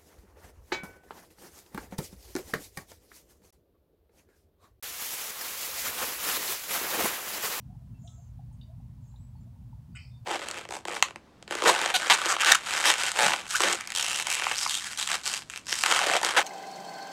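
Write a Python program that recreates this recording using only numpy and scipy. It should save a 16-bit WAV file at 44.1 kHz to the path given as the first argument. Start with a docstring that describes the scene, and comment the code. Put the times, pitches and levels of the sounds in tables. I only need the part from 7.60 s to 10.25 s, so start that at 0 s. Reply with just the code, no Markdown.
"""A raspy call in a wire cage

A small animal in an outdoor wire cage gives one harsh call near a phone: rough pulses and breath ring narrow lines.
Before it, claws tick wires, which ring in their own modes, and scrape on fine mesh, a shimmer of rung lines.
Thin metallic whistles, made of tone and narrow noise, come and go; soft hollow blips, pairs of gliding tones,
sound like trickling water. Under it all lie a lumpy low rumble and microphone hiss, both shaped noise,
and a mains hum of two steady tones."""
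import sys
import numpy as np
from scipy import signal
from scipy.io import wavfile
from scipy.ndimage import uniform_filter1d

SR = 44100
rng = np.random.default_rng(int(sys.argv[2]) if len(sys.argv) > 2 else 0)


def to_wav(s):
    """Save 16-bit WAV."""
    ch = np.atleast_2d(s).T  # columns
    pcm = np.round(np.clip(ch, -1, 1) * 32767)  # PCM
    wavfile.write(sys.argv[1], SR, pcm.astype(np.int16))


def how_loud(loudness_db):
    """Turn decibels into a plain amplitude multiplier (0 dB gives 1, 20 dB gives 10)."""
    steps = np.asarray(loudness_db, float) / 20
    return 10 ** steps


N = 116865  # length in samples


def evened(x):
    """Scales a sound to an rms of 1."""
    return x / np.sqrt(np.mean(x ** 2) + 1e-20)


def add(mix, start_s, sound):
    """Mixes a sound in at start_s seconds, cut off at the end of the mix."""
    start = round(start_s * SR)
    part = mix[start:start + len(sound)]
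    part += sound[:len(part)]


def arch(size, rise):
    """Soft bump from 0 to 1 and back that peaks after the share rise of its length."""
    u = np.linspace(0, 1, size)
    rise = np.clip(rise, 0.05, 0.9)
    return np.sin(np.pi / 2 * np.minimum(u / rise, (1 - u) / (1 - rise)))


def noise(spectrum, patchy_db, size):
    """Noise from random short-time spectra, with patches of level that drift in pitch and time."""
    frames = 4 * N // size + 12
    hz = np.fft.rfftfreq(size, 1 / SR)
    real, imaginary, patches = rng.standard_normal((frames, len(hz), 3)).T
    patches = uniform_filter1d(patches, size=6, axis=0)
    patches = evened(uniform_filter1d(patches, size=6, axis=1))
    table_hz, table_db = np.transpose(spectrum)
    level_db = np.interp(np.log(hz + 1), np.log(table_hz), table_db)[:, None]
    spectra = (real + 1j * imaginary) * how_loud(level_db + patchy_db * patches)
    sound = signal.istft(spectra, nperseg=size, noverlap=size * 3 // 4)[1]
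    return evened(sound[size:N + size])


def clicks(size, per_s, spread_db):
    """Irregular clicks of random sign; a few are large."""
    chance, sign, strength = rng.random((size, 3)).T
    happens = chance < per_s / SR
    level_db = spread_db * np.minimum(-np.log(strength + 1e-9), 4)
    return happens * np.sign(sign - 0.5) * how_loud(level_db)


def resonate(x, hz, width_hz):
    """Steep resonance of gain 1: shifts the pitch down to zero, smooths twice, shifts back."""
    turn = np.exp(2j * np.pi * np.cumsum(hz * np.ones(len(x))) / SR)
    r = np.exp(-np.pi * width_hz / SR)
    smooth = signal.lfilter([(1 - r) ** 2], [1, -2 * r, r * r], x / turn)
    return 2 * (turn * smooth).real


def cluster(lines, width_hz, size, per_s):
    """Irregular pulses and turbulence ring a cluster of narrow, wandering lines."""
    rasp_spread_db, breath = 2.5, 0.64  # breath: turbulence against pulses of rms 1
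    drift = 0.0048  # rms share of the pitch by which the lines wander
    steady_s = 0.027  # effort is evened out over spans longer than this
    warm = size + SR // 10  # time for the lines to get going, cut off below
    drive = evened(clicks(warm, per_s, rasp_spread_db)) + breath * rng.standard_normal(warm)
    slow = uniform_filter1d(rng.standard_normal((len(lines), warm)), SR // 20)
    wander = 1 + drift * evened(slow)
    ring = np.zeros(warm)
    for (hz, db), bend in zip(lines, wander):
        ring += how_loud(db) * evened(resonate(drive, hz * bend, width_hz))
    power = abs(uniform_filter1d(ring ** 2, int(steady_s * SR)))
    steady = ring / np.sqrt(power + 1e-9)
    return evened(steady[-size:])


# The color of the low rumble. Each row: frequency in Hz, relative level in dB per Hz.
RUMBLE_COLOR = [(18, -25), (44, -16.5), (55, 2), (125, 1.5), (150, -1), (185, -9), (245, -13), (280, -26),
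                (420, -40.5), (600, -90)]
# How loud the upper part of the rumble is, before gusts. Each row: time in seconds, level in dB rms.
UPPER_RUMBLE_LEVEL = [(0, -55.5), (.3, -55.5), (.55, -63.5), (.68, -62.5), (.75, -65), (.86, -58),
                      (1.12, -59), (1.49, -59), (1.57, -71), (1.61, -56), (1.74, -64), (1.83, -56.5),
                      (2.22, -59.5), (2.27, -67), (2.3, -52), (2.37, -64.5), (2.65, -63)]


def rumble():
    """Low noise that heaves with slow random gusts, most in its upper part."""
    split_hz, low_db, gust_db = 165, -47.5, 2.5
    low_follows = 0.24  # share of the upper part's level swings that the deep part follows
    t = np.arange(N) / SR
    gust = np.zeros(N)
    for hz in np.geomspace(2, 30, num=20):
        gust += np.sin(2 * np.pi * (hz * t + rng.random())) / np.sqrt(hz)
    level_db = np.interp(t, *np.transpose(UPPER_RUMBLE_LEVEL)) + gust_db * evened(gust)
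    whole = noise(RUMBLE_COLOR, patchy_db=0.0, size=8192)
    low = signal.oaconvolve(whole, signal.firwin(SR // 10 + 1, split_hz, fs=SR), "same")
    upper = evened(whole - low) * how_loud(level_db)
    return how_loud(low_db) * evened(low * how_loud(low_follows * level_db)) + upper


# The tones of the mains hum. Each row: frequency in Hz, level in dB rms.
HUM_TONES = [(120, -52.5), (240, -70.5)]


def hum():
    """Steady sine tones of the mains."""
    t = np.arange(N) / SR
    return sum(how_loud(db) * np.sqrt(2) * np.sin(2 * np.pi * hz * t) for hz, db in HUM_TONES)


# The color of the microphone's hiss. Each row: frequency in Hz, relative level in dB per Hz.
HISS_COLOR = [(180, -24), (300, -6), (405, -7), (656, -4), (994, -4), (1150, -9.5), (1840, -15),
              (15000, -22.5), (16000, -16)]


def hiss():
    """Nearly steady noise of the microphone."""
    hiss_db = -71.5  # rms
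    return how_loud(hiss_db) * noise(HISS_COLOR, patchy_db=0.33, size=1024)


def blip(hz, length_s):
    """Two close bubble tones that beat and rise a little in pitch."""
    glide = 0.11  # whole rise as a share of the pitch
    beat_hz, beat_share = 43.3, 0.4  # second bubble: this far above, this strong
    u = np.linspace(-0.5, 0.5, int(length_s * SR))
    phase = 2 * np.pi * np.cumsum(hz * (1 + glide * u)) / SR
    tones = np.sin(phase) + beat_share * np.sin(phase * (1 + beat_hz / hz))
    return arch(len(u), rise=0.33) ** 1.27 * tones


# Clear hollow blips. Each row: start in seconds, peak of the stronger tone in dB, pitch in Hz,
# length in seconds.
CLEAR_BLIPS = [(0.086, -61.5, 739, 0.06), (0.149, -60, 833, 0.013), (0.214, -65, 680, 0.026),
               (0.434, -56, 681, 0.046), (0.577, -58.5, 701, 0.029), (0.791, -51, 773, 0.016),
               (0.911, -63, 890, 0.015), (1.079, -60, 654, 0.063), (1.198, -60, 783, 0.019),
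               (1.539, -60, 877, 0.012), (1.752, -59.5, 883, 0.014), (1.855, -66.5, 655, 0.039),
               (1.958, -65.5, 930, 0.021), (2.127, -54.5, 914, 0.018), (2.558, -70, 970, 0.038)]


def trickle():
    """Clear bubble blips over a random patter of small ones."""
    small_per_s, small_db = 40, -84  # all pitches together; rms
    clear, small = np.zeros(N), np.zeros(N)
    for start_s, db, hz, length_s in CLEAR_BLIPS:
        add(clear, start_s, how_loud(db) * blip(hz, length_s))
    for hz in np.geomspace(580, 1050, num=12):
        starts = clicks(N, small_per_s / 12, spread_db=0.0)
        small += signal.oaconvolve(starts, blip(hz, length_s=0.018))[:N]
    return clear + how_loud(small_db) * evened(small)


def tick(wire, db, rattle_s):
    """A sharp tap and a dying rattle ring the modes of one wire."""
    ring_s, crack_s, crack_db = 0.17, 0.026, 31  # times to fall 60 dB; crack over ring
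    t = np.arange(SR // 4) / SR
    rattle = 0.066 * clicks(len(t), per_s=840, spread_db=2) * how_loud(-60 * t / rattle_s)
    rattle[0] = 1  # the tap itself
    modes = np.zeros(len(t))
    for hz, mode_db in wire:
        # the modes start loosely in step
        modes += how_loud(mode_db) * np.cos(2 * np.pi * hz * (t - 0.0015) + 2.0 * rng.random())
    fade = how_loud(-60 * t / ring_s) + how_loud(crack_db - 60 * t / crack_s)
    body = modes * fade * np.minimum(t / 0.003, 1) ** 2
    return how_loud(db) * signal.fftconvolve(rattle, body)[:len(t)] / abs(body).max()


# The ringing modes of three mesh wires. Each row: frequency in Hz, relative level in dB.
FIRST_WIRE = [(2840, -10), (3130, -4), (3400, 1), (3660, 0), (3720, -8), (3960, -3), (4760, -18),
              (5250, -10), (5560, -14), (5710, -6)]
SECOND_WIRE = [(2860, -2), (2990, 0), (3520, -2), (3680, 4.5), (3770, 0), (4200, -8), (4670, -7)]
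THIRD_WIRE = [(3550, 3), (3800, 11), (4050, 9)]
# A claw ticks each wire, in that order; the second wire is hit again shortly after, a brief 4.7 kHz ring listed
# among the whistles. Each row: start in seconds, peak of the tap in dB, # time in seconds for the rattle to
# fall 60 dB.
CLAW_TICKS = [(0.4745, -46, 0.15), (1.012, -48.5, 0.2), (1.558, -60, 0.093)]


def claw_ticks():
    """Single claw taps, each of which rings one wire."""
    out = np.zeros(N)
    for (start_s, db, rattle_s), wire in zip(CLAW_TICKS, (FIRST_WIRE, SECOND_WIRE, THIRD_WIRE)):
        add(out, start_s, tick(wire, db, rattle_s))
    return out


# The lines of the fine mesh. Each row: frequency in Hz, relative level in dB.
FINE_MESH = [(6320, -1.5), (6450, -6), (6580, -6), (6960, -9), (7070, -4.5), (7240, -5), (7480, -4.5)]
# Claws drag over the mesh. Each row: start in seconds, length in seconds, level at the peak in dB rms,
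# share of the length before the peak.
CLAW_SCRAPES = [(0.407, .33, -68, 0.18), (.922, 0.051, -80, 0.17)]


def claw_scrapes():
    """Dragging claws: dense irregular pulses ring the fine mesh."""
    out = np.zeros(N)
    for start_s, length_s, db, rise in CLAW_SCRAPES:
        size = int(length_s * SR)
        shimmer = cluster(FINE_MESH, 56, SR // 2, per_s=2000)[:size]
        add(out, start_s, how_loud(db) * arch(size, rise) ** 1.13 * shimmer)
    return out


def whistle(length_s, db, hz, last_hz=None):
    """A thin sound, mostly tone when low and narrow noise when high, that swells and fades."""
    all_noise_hz, width_hz = 6500, 116  # from all_noise_hz up there is no tone left
    size = int(length_s * SR)
    slide = np.linspace(hz, last_hz or hz, size)
    pitch = np.r_[np.full(SR // 2 - size, hz), slide]  # the noise warms up on the first pitch
    fuzz = evened(resonate(rng.standard_normal(SR // 2), pitch, width_hz))[-size:]
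    tone = np.sqrt(2) * np.sin(2 * np.pi * (np.cumsum(slide) / SR + rng.random()))
    share = min((hz / all_noise_hz) ** 2, 1)
    blend = evened(np.sqrt(share) * fuzz + np.sqrt(1 - share) * tone)
    return how_loud(db) * arch(size, rise=0.14) * blend


# Whistles at one pitch; the row at 1.028 s is a brief second claw hit on the second wire. Each row: start in
# seconds, length in seconds, level at the peak in dB rms, # pitch in Hz.
LEVEL_WHISTLES = [(0, 0.026, -75.5, 5750), (0.341, 0.061, -76, 2680), (0.473, 0.12, -77.5, 1300),
                  (0.38, 0.28, -74, 7020), (0.923, 0.049, -80, 9000), (0.929, 0.045, -79, 8100),
                  (1.028, .014, -68, 4680), (1.475, .035, -83, 8070), (0.434, 0.12, -75.5, 8120),
                  (0.463, 0.1, -83, 10550), (1.436, 0.098, -78.5, 6530), (1.473, 0.076, -78, 7490),
                  (1.511, 0.0093, -72, 4060), (1.592, 0.15, -75.5, 7800), (1.757, 0.051, -82, 4400),
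                  (1.808, 0.03, -76.5, 7200), (2.328, 0.038, -78.5, 4650), (2.504, .09, -73, 3600),
                  (2.567, .028, -76, 4650)]
# Sliding lines of the claws scraping over the mesh: one during the first scrape, the rest around 1.4 to 1.6 s.
# # Each row: start in seconds, length in seconds, level at the peak in dB rms, first pitch in Hz, last pitch in
# Hz.
SLIDING_WHISTLES = [(.49, 0.083, -79, 7870, 7800), (1.418, 0.09, -81.5, 7300, 6900),
                    (1.49, 0.11, -78, 7100, 7250), (1.565, .05, -79, 7000, 7800)]


def whistles():
    """The thin metallic whistles of the cage, each at its own time, together with a brief second hit on a wire
    and the sliding lines of the claw scrapes over the mesh."""
    out = np.zeros(N)
    for start_s, *settings in LEVEL_WHISTLES + SLIDING_WHISTLES:
        add(out, start_s, whistle(*settings))
    return out


def enclosure(x):
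    """Adds the short diffuse tail of the enclosure, a fading burst of noise."""
    echo_db, echo_s = -6, 0.27  # tail against the direct sound; time to fall 60 dB
    t = np.arange(SR // 4) / SR
    tail = rng.standard_normal(len(t)) * how_loud(-60 * t / echo_s) * (t > 0.006)
    return x + how_loud(echo_db) * signal.fftconvolve(x, tail / np.linalg.norm(tail))[:N]


# The lines in each part of the call. Each row: frequency in Hz, relative level in dB.
MAIN_LINES = [(2020, -23), (2080, 1), (2155, 3.5), (2278, 1.5), (2415, 5.5), (2485, 7.5), (2565, 2),
              (2900, -2.5), (3050, -1)]
LOW_LINES = [(1160, -6.5), (1350, -2.5), (1470, 0), (1740, -7), (3740, -13)]
SECOND_LINES = [(4340, -7), (4560, 1), (4655, 3.5), (4800, -1), (5060, 6), (5160, -5), (5520, -3.5)]
TOP_LINES = [(6550, -4), (7020, -1.5), (7560, -2), (7800, 2), (8040, 5.5), (8400, 1), (8650, -4)]
# How each part swells and dies: main, low, second, top, faint tail of the top. 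Each row: held level
# in dB rms, rise in seconds, hold in seconds, time in seconds to fall 60 dB, line width in Hz.
CALL_SHAPES = [(-47.5, 0.011, 0.0096, 0.31, 97), (-57.5, 0.0023, 0.016, 0.18, 34),
               (-63.5, 0.016, 0.09, 0.33, 150), (-57.5, 0.0071, 0.016, 0.045, 150),
               (-71.5, 0.0072, 0.041, 0.5, 93)]


def call():
    """A rasp in four groups of lines; each part rises, holds and dies in its own time."""
    start_s, rasp_per_s = 2.348, 1600
    t = np.arange(SR * 3 // 10) / SR
    out = np.zeros(N)
    groups = (MAIN_LINES, LOW_LINES, SECOND_LINES, TOP_LINES, TOP_LINES)
    for lines, (db, rise_s, hold_s, fall_s, width_hz) in zip(groups, CALL_SHAPES):
        fade_db = -60 * np.maximum(t - rise_s - hold_s, 0) / fall_s
        shape = np.minimum(t / rise_s, 1) ** 2 * how_loud(db + fade_db)
        add(out, start_s, shape * cluster(lines, width_hz, len(t), rasp_per_s))
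    return out


def scene():
    """All sources in one channel; the background eases in over 5 ms."""
    ease_in = np.minimum(np.arange(N) / (SR // 200), 1)
    background = (rumble() + hum() + hiss()) * ease_in
    cage = enclosure(trickle() + claw_ticks() + claw_scrapes() + whistles())
    return (background + cage + call())[None]


def top_cut(x):
    """Nothing passes above the cut-off."""
    return signal.sosfilt(signal.butter(12, 16130, fs=SR, output="sos"), x)


def record(dry):
    """The phone takes in the scene and cuts the highest treble."""
    edge_hz = 15750
    edge = signal.firwin(SR // 50 + 1, edge_hz, window="blackman", fs=SR)
    mix = signal.oaconvolve(dry, edge[None], "same")
    return top_cut(mix)


dry = scene()
out = record(dry)
to_wav(out)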